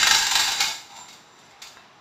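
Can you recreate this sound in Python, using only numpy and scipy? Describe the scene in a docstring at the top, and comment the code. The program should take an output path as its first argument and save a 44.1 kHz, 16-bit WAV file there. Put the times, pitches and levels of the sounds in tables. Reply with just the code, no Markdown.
"""A hand-crank winch is turned fast a few metres from the microphone in a bare storeroom: pawl drops ring the steel,
gears rattle between the clicks, and the crank ends with its last clacks. Then the steel rubs and ticks faintly in
the hands. Blows and random contacts drive decaying sine modes, with noise for the crack; a dull knock comes late.
The room adds noise tails of about half a second over its steady hum, and a faint bass hiss follows the clatter."""
import sys
import numpy as np
from scipy import signal
from scipy.fft import rfft, irfft
from scipy.io import wavfile
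from scipy.ndimage import uniform_filter1d

SR = 44100
rng = np.random.default_rng(int(sys.argv[2]) if len(sys.argv) > 2 else 0)


def makeup_ratio(level_db):
    """Linear amplitude ratio for a level in decibels (20 dB per factor of ten)."""
    decades = np.asarray(level_db, float) / 20
    return 10 ** decades


def master(y):
    """Save y as 16-bit WAV."""
    cut = np.clip(np.atleast_2d(y).T, -1, 1)
    pcm = np.round(cut * 32767)  # scale
    wavfile.write(sys.argv[1], SR, pcm.astype(np.int16))


N = 88464   # samples heard
LEAD = SR // 2   # samples played before the start, so that the room is already sounding
LEN = N + LEAD

# Hum of room and street. Each row: frequency in Hz, relative density in dB per Hz.
HUM_SPECTRUM = [(15, -76), (25, -32), (64, -15), (114, -2.5), (438, -4), (488, -8), (773, 0.5), (1690, -8),
                (6030, -18.5), (6900, -31), (7480, -33), (8120, -34.5), (16000, -43)]
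HUM_DB, HUM_WAVER_DB = -52.5, 1.5   # rms level; spread of each band's wavering

# Low noise that rises and falls with the clatter. Each row: frequency in Hz, relative density in dB per Hz.
UNDERTONE_SPECTRUM = [(12, -31), (20, 0), (49, -1), (165, -4), (370, -3), (620, -6), (810, -37),
                      (1360, -120)]
UNDERTONE_DB, UNDERTONE_SMOOTH_S = -25.5, 0.035   # level against the clatter; smoothing window

# Decay of the storeroom. Each row: frequency in Hz, time to fall 60 dB in s.
ROOM_DECAY = [(300, 0.29), (1000, 0.42), (3000, .48), (7000, 0.51), (14000, 0.52)]
ROOM_DB, ROOM_BUILD_S = -1.5, 0.0036
TAIL_TURN_S = 0.3004   # time from one random set of reflections to the next, so that the ringing varies

# Dull knock somewhere in the room. Each row: start in seconds, level in dB.
DULL_KNOCKS = [(1.771, -37)]
# What the knock rings with. Each row: frequency in Hz, level in dB, time to fall 60 dB in s.
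KNOCKED_BODY = [(1060, -8, 0.051), (1400, -8, .03), (1610, -7, .05), (1746, -6.5, 0.045), (1940, -9, 0.036),
                (2650, -14, 0.13), (3710, -13, 0.089), (3950, -14, 0.07)]

# Pawl drops. Each row: start in seconds, level in dB, extra weight of the drum's low modes in dB,
# extra weight of the frame's middle modes in dB, decay constant of the rattle in s (1 ms at least).
PAWL_DROPS = [(0.0287, -10, -11, 6.5, 0.0021), (0.0675, -9, 2, 6, 0.009), (0.1092, -8, 2.5, 8, 0.0055),
              (0.1458, -10, 0, 6.5, 0.0098), (0.183, -15.5, -11, 6, 0.0045), (0.2237, -17, -3, 6, 0.011),
              (0.2664, -14, -2, 3, 0.0031), (0.3112, -12.5, 1.5, -13, .01), (0.3522, -9, -10, 5, 0.0086),
              (0.3926, -11, -13, 5.5, 0.014), (0.437, -19.5, -0.5, 3, 0.024), (0.476, -18, 6, 9.5, 0.013),
              (0.5166, -19, 3, -10, 0.0098)]
# The drop just before the start. One row: the columns of the pawl drops after the time.
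EARLIER_DROP = (-10.5, -9, 12, -0.01)
EARLIER_DROP_S = -0.014
# The crank's last clacks, then faint ticks of the steel in the hands. Each row: the columns of the pawl drops.
CLACKS_AND_TICKS = [(0.6018, -9.5, 2, 5, 0.0082), (0.636, -21.5, 0, 4, 0.0079),
                    (0.675, -24, 13.5, 3, 0.011), (0.9, -46, 7, 10, 0.016), (0.961, -36.5, 9, 7, 0.0059),
                    (0.985, -44, -4, -6, 0.0093), (1.081, -34.5, -5, 0, .016),
                    (1.103, -46, -3, -10, 0.0081), (1.126, -38, -8, -3, 0.011),
                    (1.385, -49, -8, -7, 0.0079), (1.506, -48.5, 9, 10, 0.0064), (1.617, -27, -4, 2, 0.013),
                    (1.6691, -36.5, -9, -1, 0.0098)]
# Gears rubbing while the crank turns. Each row: time in seconds, level in dB.
GEAR_RUB = [(0, -31.5), (.2, -39), (.3, -38), (.45, -38), (.56, -40.5), (.62, -34), (.72, -53.5), (.8, -79)]
# Steel sliding in the hands. Each row: time in seconds, level in dB, extra weight of the low modes in dB.
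HAND_RUB = [(.84, -77, -1), (.9, -56.5, 13), (.97, -51.5, 9), (1.04, -59, 6), (1.1, -62, -21),
            (1.17, -60, 9), (1.22, -73, 8), (1.33, -67, 13), (1.37, -64, -5), (1.4, -62.5, -3),
            (1.5, -66, 14), (1.56, -82, 8), (1.6, -66, -2)]
# Modes of frame, drum and gears. Each row: frequency in Hz, time to fall 60 dB in s, relative level in dB
# under the pawl, under the clacks and ticks, and when rubbed by hand.
STEEL_MODES = [(705, .08, -16.5, -15, -25), (804, 0.094, -3, -8, -5.5), (853, .12, -37, -5.5, -15),
               (906.2, 0.13, -3.5, -2, -4.5), (992, 0.054, -8, -3.5, -4), (1294, 0.066, -11, -13, -6),
               (1503, 0.01, 1, -20, -30), (2900, 0.007, 1.5, -10, -32), (1350, .1, -19, -7, -6),
               (1582, 0.058, -2, -33, -24), (1641, 0.054, -5, -14, -11), (1856, 0.06, -7.5, -24, -23),
               (1985, 0.034, -20, -8, -20), (2126, 0.024, -4, 4, -9), (2216, 0.071, -13.5, 1.5, -14),
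               (2442, .06, -9, -6, -9), (2657, 0.068, -10.5, -3.5, -17.5), (2813, 0.054, -5.5, -7, -12),
               (3547, 0.094, -2.5, -4, -7), (3650, 0.05, -2, -23, -4), (3791, 0.078, -4.5, 0, -1.5),
               (3920, .06, 6, -5, -8.5), (3963, 0.04, -8, -14, -8), (4330, .06, -34, -3, -21),
               (4504, .06, -6.5, -2, -19), (4720, 0.053, 0.5, -3.5, -9), (4812, 0.054, 2.5, 0.5, -14),
               (4960, 0.045, -7, -0.5, -21), (4950, 0.051, -6, -4, -15), (5543, 0.083, -1, -5, -14),
               (5940, 0.027, 0, -9, -2), (6500, 0.043, -3, -7, -22), (7160, 0.045, 2, 5, -18),
               (7285, .11, -7, -11, 3), (7450, .06, -6, -8.5, -22), (11120, .07, -33, -28, -16),
               (15100, .07, -34, -30, -21)]
# Broad colour of steel on steel. Each row: frequency in Hz, relative density in dB per Hz.
CONTACT_SPECTRUM = [(380, -47), (650, -15), (805, 2), (1110, -4), (1590, -5.5), (3240, -2.5), (3560, 1.5),
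                    (4650, 1), (5180, -3), (7240, -4), (9090, -18.5), (14900, -17.5), (16000, -22)]

MODES_DB, STRENGTH_SPREAD_DB = -18, 1.5   # level of all modes; scatter from strike to strike
LOW_MODES_UNDER_HZ, MID_MODES_UNDER_HZ = 1150, 3200
PAWL_FIRST_BLOW, LATE_FIRST_BLOW = 0.8, 0.25   # height of the first blow against the strike's level
PAWL_RISE_S, LATE_RISE_S = 0.0002, 0.002   # rise constant of the chatter
CHATTER_PER_S, TEETH_PER_S = 5000, 1500   # mean rate of contacts while settling and while rubbing
RUB_FLICKER_DB = 2.5   # spread of each mode's wavering in the hands
CRACK_DB, CRACK_T60_S = -20, 0.012
LATE_CRACK_DB = -1   # the clacks and ticks hiss less
RUB_WASH_DB = -5   # noise of rubbing
THIN_UNDER_HZ = 660   # the small frame radiates no bass


def rms_one(x):
    """Scale to rms 1."""
    return x / np.sqrt(np.mean(x ** 2) + 1e-20)


def at_hz(points, hz):
    """Read a table on a log-frequency axis."""
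    table = np.array(points)
    return np.interp(np.log(hz), np.log(table[:, 0]), table[:, 1])


def curve(rows):
    """Columns of a table over time; the end values hold outside it."""
    s, *columns = np.transpose(rows)
    time = (np.arange(LEN) - LEAD) / SR
    return [np.interp(time, s, c) for c in columns]


def wander(points):
    """Straight lines between normal random values spread evenly over time."""
    return np.interp(np.arange(LEN), np.linspace(0, LEN, points), rng.standard_normal(points))


def colour(x, spectrum):
    """Give noise the spectrum of a table."""
    hz = np.maximum(np.arange(len(x) // 2 + 1) * SR / len(x), 1)
    return irfft(rfft(x) * makeup_ratio(at_hz(spectrum, hz)), len(x))


def bands(count):
    """Log-spaced band filters, each with its centre in Hz."""
    edges = np.geomspace(20, 17000, count + 1)
    return [(signal.butter(2, [low, high], "band", fs=SR, output="sos"), np.sqrt(low * high))
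            for low, high in zip(edges, edges[1:])]


def ring(drive, hz, t60):
    """A two-pole resonator: a unit click sets a decaying sine of height about 1 ringing."""
    radius = makeup_ratio(-60 / (max(t60, 0.005) * SR))
    turn = 2 * np.pi * hz / SR
    return signal.lfilter([0, np.sin(turn)], [1, -2 * radius * np.cos(turn), radius ** 2], drive + 1e-18)


def touches(rate):
    """Random contacts of uneven size and either sign; rms 1."""
    happens = rng.random(LEN) < rate / SR
    size = makeup_ratio(2.06 * np.minimum(rng.exponential(1, LEN), 4))
    return rms_one(happens * size * rng.choice([-1, 1], LEN))


def ambience():
    """Steady hum of room and street: coloured noise in which each band wavers a little."""
    noise = colour(rng.standard_normal(LEN), HUM_SPECTRUM)
    hum = 0
    for sos, _ in bands(count=10):
        hum = hum + signal.sosfiltfilt(sos, noise) * makeup_ratio(HUM_WAVER_DB * wander(20))
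    return makeup_ratio(HUM_DB) * rms_one(hum)


def undertone(x):
    """Low noise that follows the smoothed level of the clatter."""
    power = uniform_filter1d(x ** 2, int(UNDERTONE_SMOOTH_S * SR) + 1)
    level = np.sqrt(np.maximum(power, 0))
    return makeup_ratio(UNDERTONE_DB) * level * rms_one(colour(rng.standard_normal(LEN), UNDERTONE_SPECTRUM))


def room(x):
    """Dense tails build in a few ms and die band by band; four random tails take turns to vary the ringing."""
    t = np.arange(SR) / SR
    turn = np.arange(LEN) / SR / TAIL_TURN_S
    out = 0
    for which in range(4):
        white = rng.standard_normal((2, SR))
        tail = 0
        for k, (sos, hz) in enumerate(bands(count=12)):
            # neighbouring bands take separate noises
            tail = tail + signal.sosfilt(sos, white[k % 2]) * makeup_ratio(-60 * t / at_hz(ROOM_DECAY, hz))
        tail = tail * (1 - np.exp(-t / ROOM_BUILD_S))
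        tail = tail / np.sqrt(np.sum(tail ** 2))
        share = np.maximum(np.cos(np.pi / 2 * (turn - which)), 0)   # equal-power crossfade
        out = out + signal.fftconvolve(x * share, tail)[:LEN]
    return makeup_ratio(ROOM_DB) * out


def knocks():
    """A dull blow sets the modes of one small body ringing."""
    clicks = np.zeros(LEN)
    for s, db in DULL_KNOCKS:
        clicks[LEAD + int(s * SR)] = makeup_ratio(db)
    return sum(makeup_ratio(db) * ring(clicks, hz, t60) for hz, db, t60 in KNOCKED_BODY)


def strikes():
    """Each pawl drop, clack or tick is a first blow and the envelope of a quickly rising, dying chatter."""
    rows = np.array([(EARLIER_DROP_S, *EARLIER_DROP)] + PAWL_DROPS + CLACKS_AND_TICKS)
    is_late = np.arange(len(rows)) > len(PAWL_DROPS)   # the clacks and ticks
    starts = LEAD + (rows[:, 0] * SR).astype(int)
    t = np.arange(SR // 6) / SR
    rise = np.where(is_late, LATE_RISE_S, PAWL_RISE_S)[:, None]
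    settle = (1 - np.exp(-t / rise)) * np.exp(-t / np.maximum(rows[:, 4:], 1e-3))
    # equal energy before the level is set
    settle = settle / np.sqrt(np.sum(settle ** 2, axis=1, keepdims=True)) * makeup_ratio(rows[:, 1:2])
    first = np.where(is_late, LATE_FIRST_BLOW, PAWL_FIRST_BLOW) * makeup_ratio(rows[:, 1])
    return rows, is_late, starts, settle, first


def rubbing():
    """Levels over time of the gears and of the hands, with the low-mode weight of the hands in dB."""
    before = (HAND_RUB[0][0] - 0.1, -90, 0)
    after = (HAND_RUB[-1][0] + 0.2, -90, 0)
    hand_db, hand_low_db = curve([before] + list(HAND_RUB) + [after])
    return makeup_ratio(curve(GEAR_RUB)[0]), makeup_ratio(hand_db), hand_low_db


def steel_ringing(hits, rubs):
    """Blows, chatter and rubbing contacts drive every mode of the steel."""
    rows, is_late, starts, settle, first = hits
    gears, hands, hand_low_db = rubs
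    span = settle.shape[1]
    strengths = rng.normal(0, STRENGTH_SPREAD_DB, (len(rows), len(STEEL_MODES)))
    chatter, teeth = touches(CHATTER_PER_S), touches(TEETH_PER_S)
    out = np.zeros(LEN)
    for k, (hz, t60, pawl_db, late_db, hand_db) in enumerate(STEEL_MODES):
        low = hz < LOW_MODES_UNDER_HZ
        mid = LOW_MODES_UNDER_HZ < hz < MID_MODES_UNDER_HZ
        mode_db = np.where(is_late, late_db, pawl_db) + strengths[:, k]
        gains = makeup_ratio(mode_db + low * rows[:, 2] + mid * rows[:, 3])
        blows, force = np.zeros(LEN), np.zeros(LEN)
        blows[starts] = first * gains * (-1) ** k
        for at, shape, gain in zip(starts, settle, gains):
            force[at:at + span] += shape * gain
        flicker_db = RUB_FLICKER_DB * wander(40)
        rub = gears * makeup_ratio(pawl_db) + hands * makeup_ratio(hand_db + low * hand_low_db + flicker_db)
        rub = rub / np.sqrt(t60 * SR / 500)   # long modes gather more contacts
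        # each mode meets the contacts at another offset
        drive = blows + force * np.roll(chatter, 131 * k) + rub * np.roll(teeth, 997 * k)
        out += makeup_ratio(MODES_DB) * ring(drive, hz, t60)
    return out


def contact_noise(hits, rubs):
    """Steel on steel: broad noise that cracks at each strike and washes under the rubbing."""
    _, is_late, starts, settle, first = hits
    gears, hands, _ = rubs
    span = settle.shape[1]
    force = np.zeros(LEN)
    for at, shape, blow, late in zip(starts, settle, first, is_late):
        force[at:at + span] += shape * makeup_ratio(LATE_CRACK_DB * late)
        force[at] += blow * makeup_ratio(LATE_CRACK_DB * late)
    crack = signal.lfilter([1], [1, -makeup_ratio(-60 / (CRACK_T60_S * SR))], force + 1e-18)
    level = makeup_ratio(CRACK_DB) * crack + makeup_ratio(RUB_WASH_DB) * (gears + hands)
    # bring the mean power of the colour to 1
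    gain = 1 / np.sqrt(np.mean(makeup_ratio(2 * at_hz(CONTACT_SPECTRUM, np.linspace(1, SR / 2, 999)))))
    return gain * colour(rng.standard_normal(LEN) * level, CONTACT_SPECTRUM)


def winch():
    """Strikes and rubbing feed the same steel and its contact noise; the small frame thins the bass."""
    hits, rubs = strikes(), rubbing()
    steel = steel_ringing(hits, rubs) + contact_noise(hits, rubs)
    return signal.sosfilt(signal.butter(4, THIN_UNDER_HZ, "high", fs=SR, output="sos"), steel)


def scene():
    """Winch and knock in the room, over the hum."""
    near = winch() + knocks()
    heard = near + room(near)
    return (heard + undertone(heard) + ambience())[None, LEAD:]


def roll_off(x):
    """The treble ends steeply here."""
    return signal.sosfilt(signal.butter(12, 16100, fs=SR, output="sos"), x)


def record(dry):
    """One microphone channel whose top is cut steeply, 60 dB down from 16.3 kHz."""
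    top_cut = signal.cheby2(12, 60, 16300, fs=SR, output="sos")
    return roll_off(signal.sosfilt(top_cut, dry))


dry = scene()
out = record(dry)
master(out)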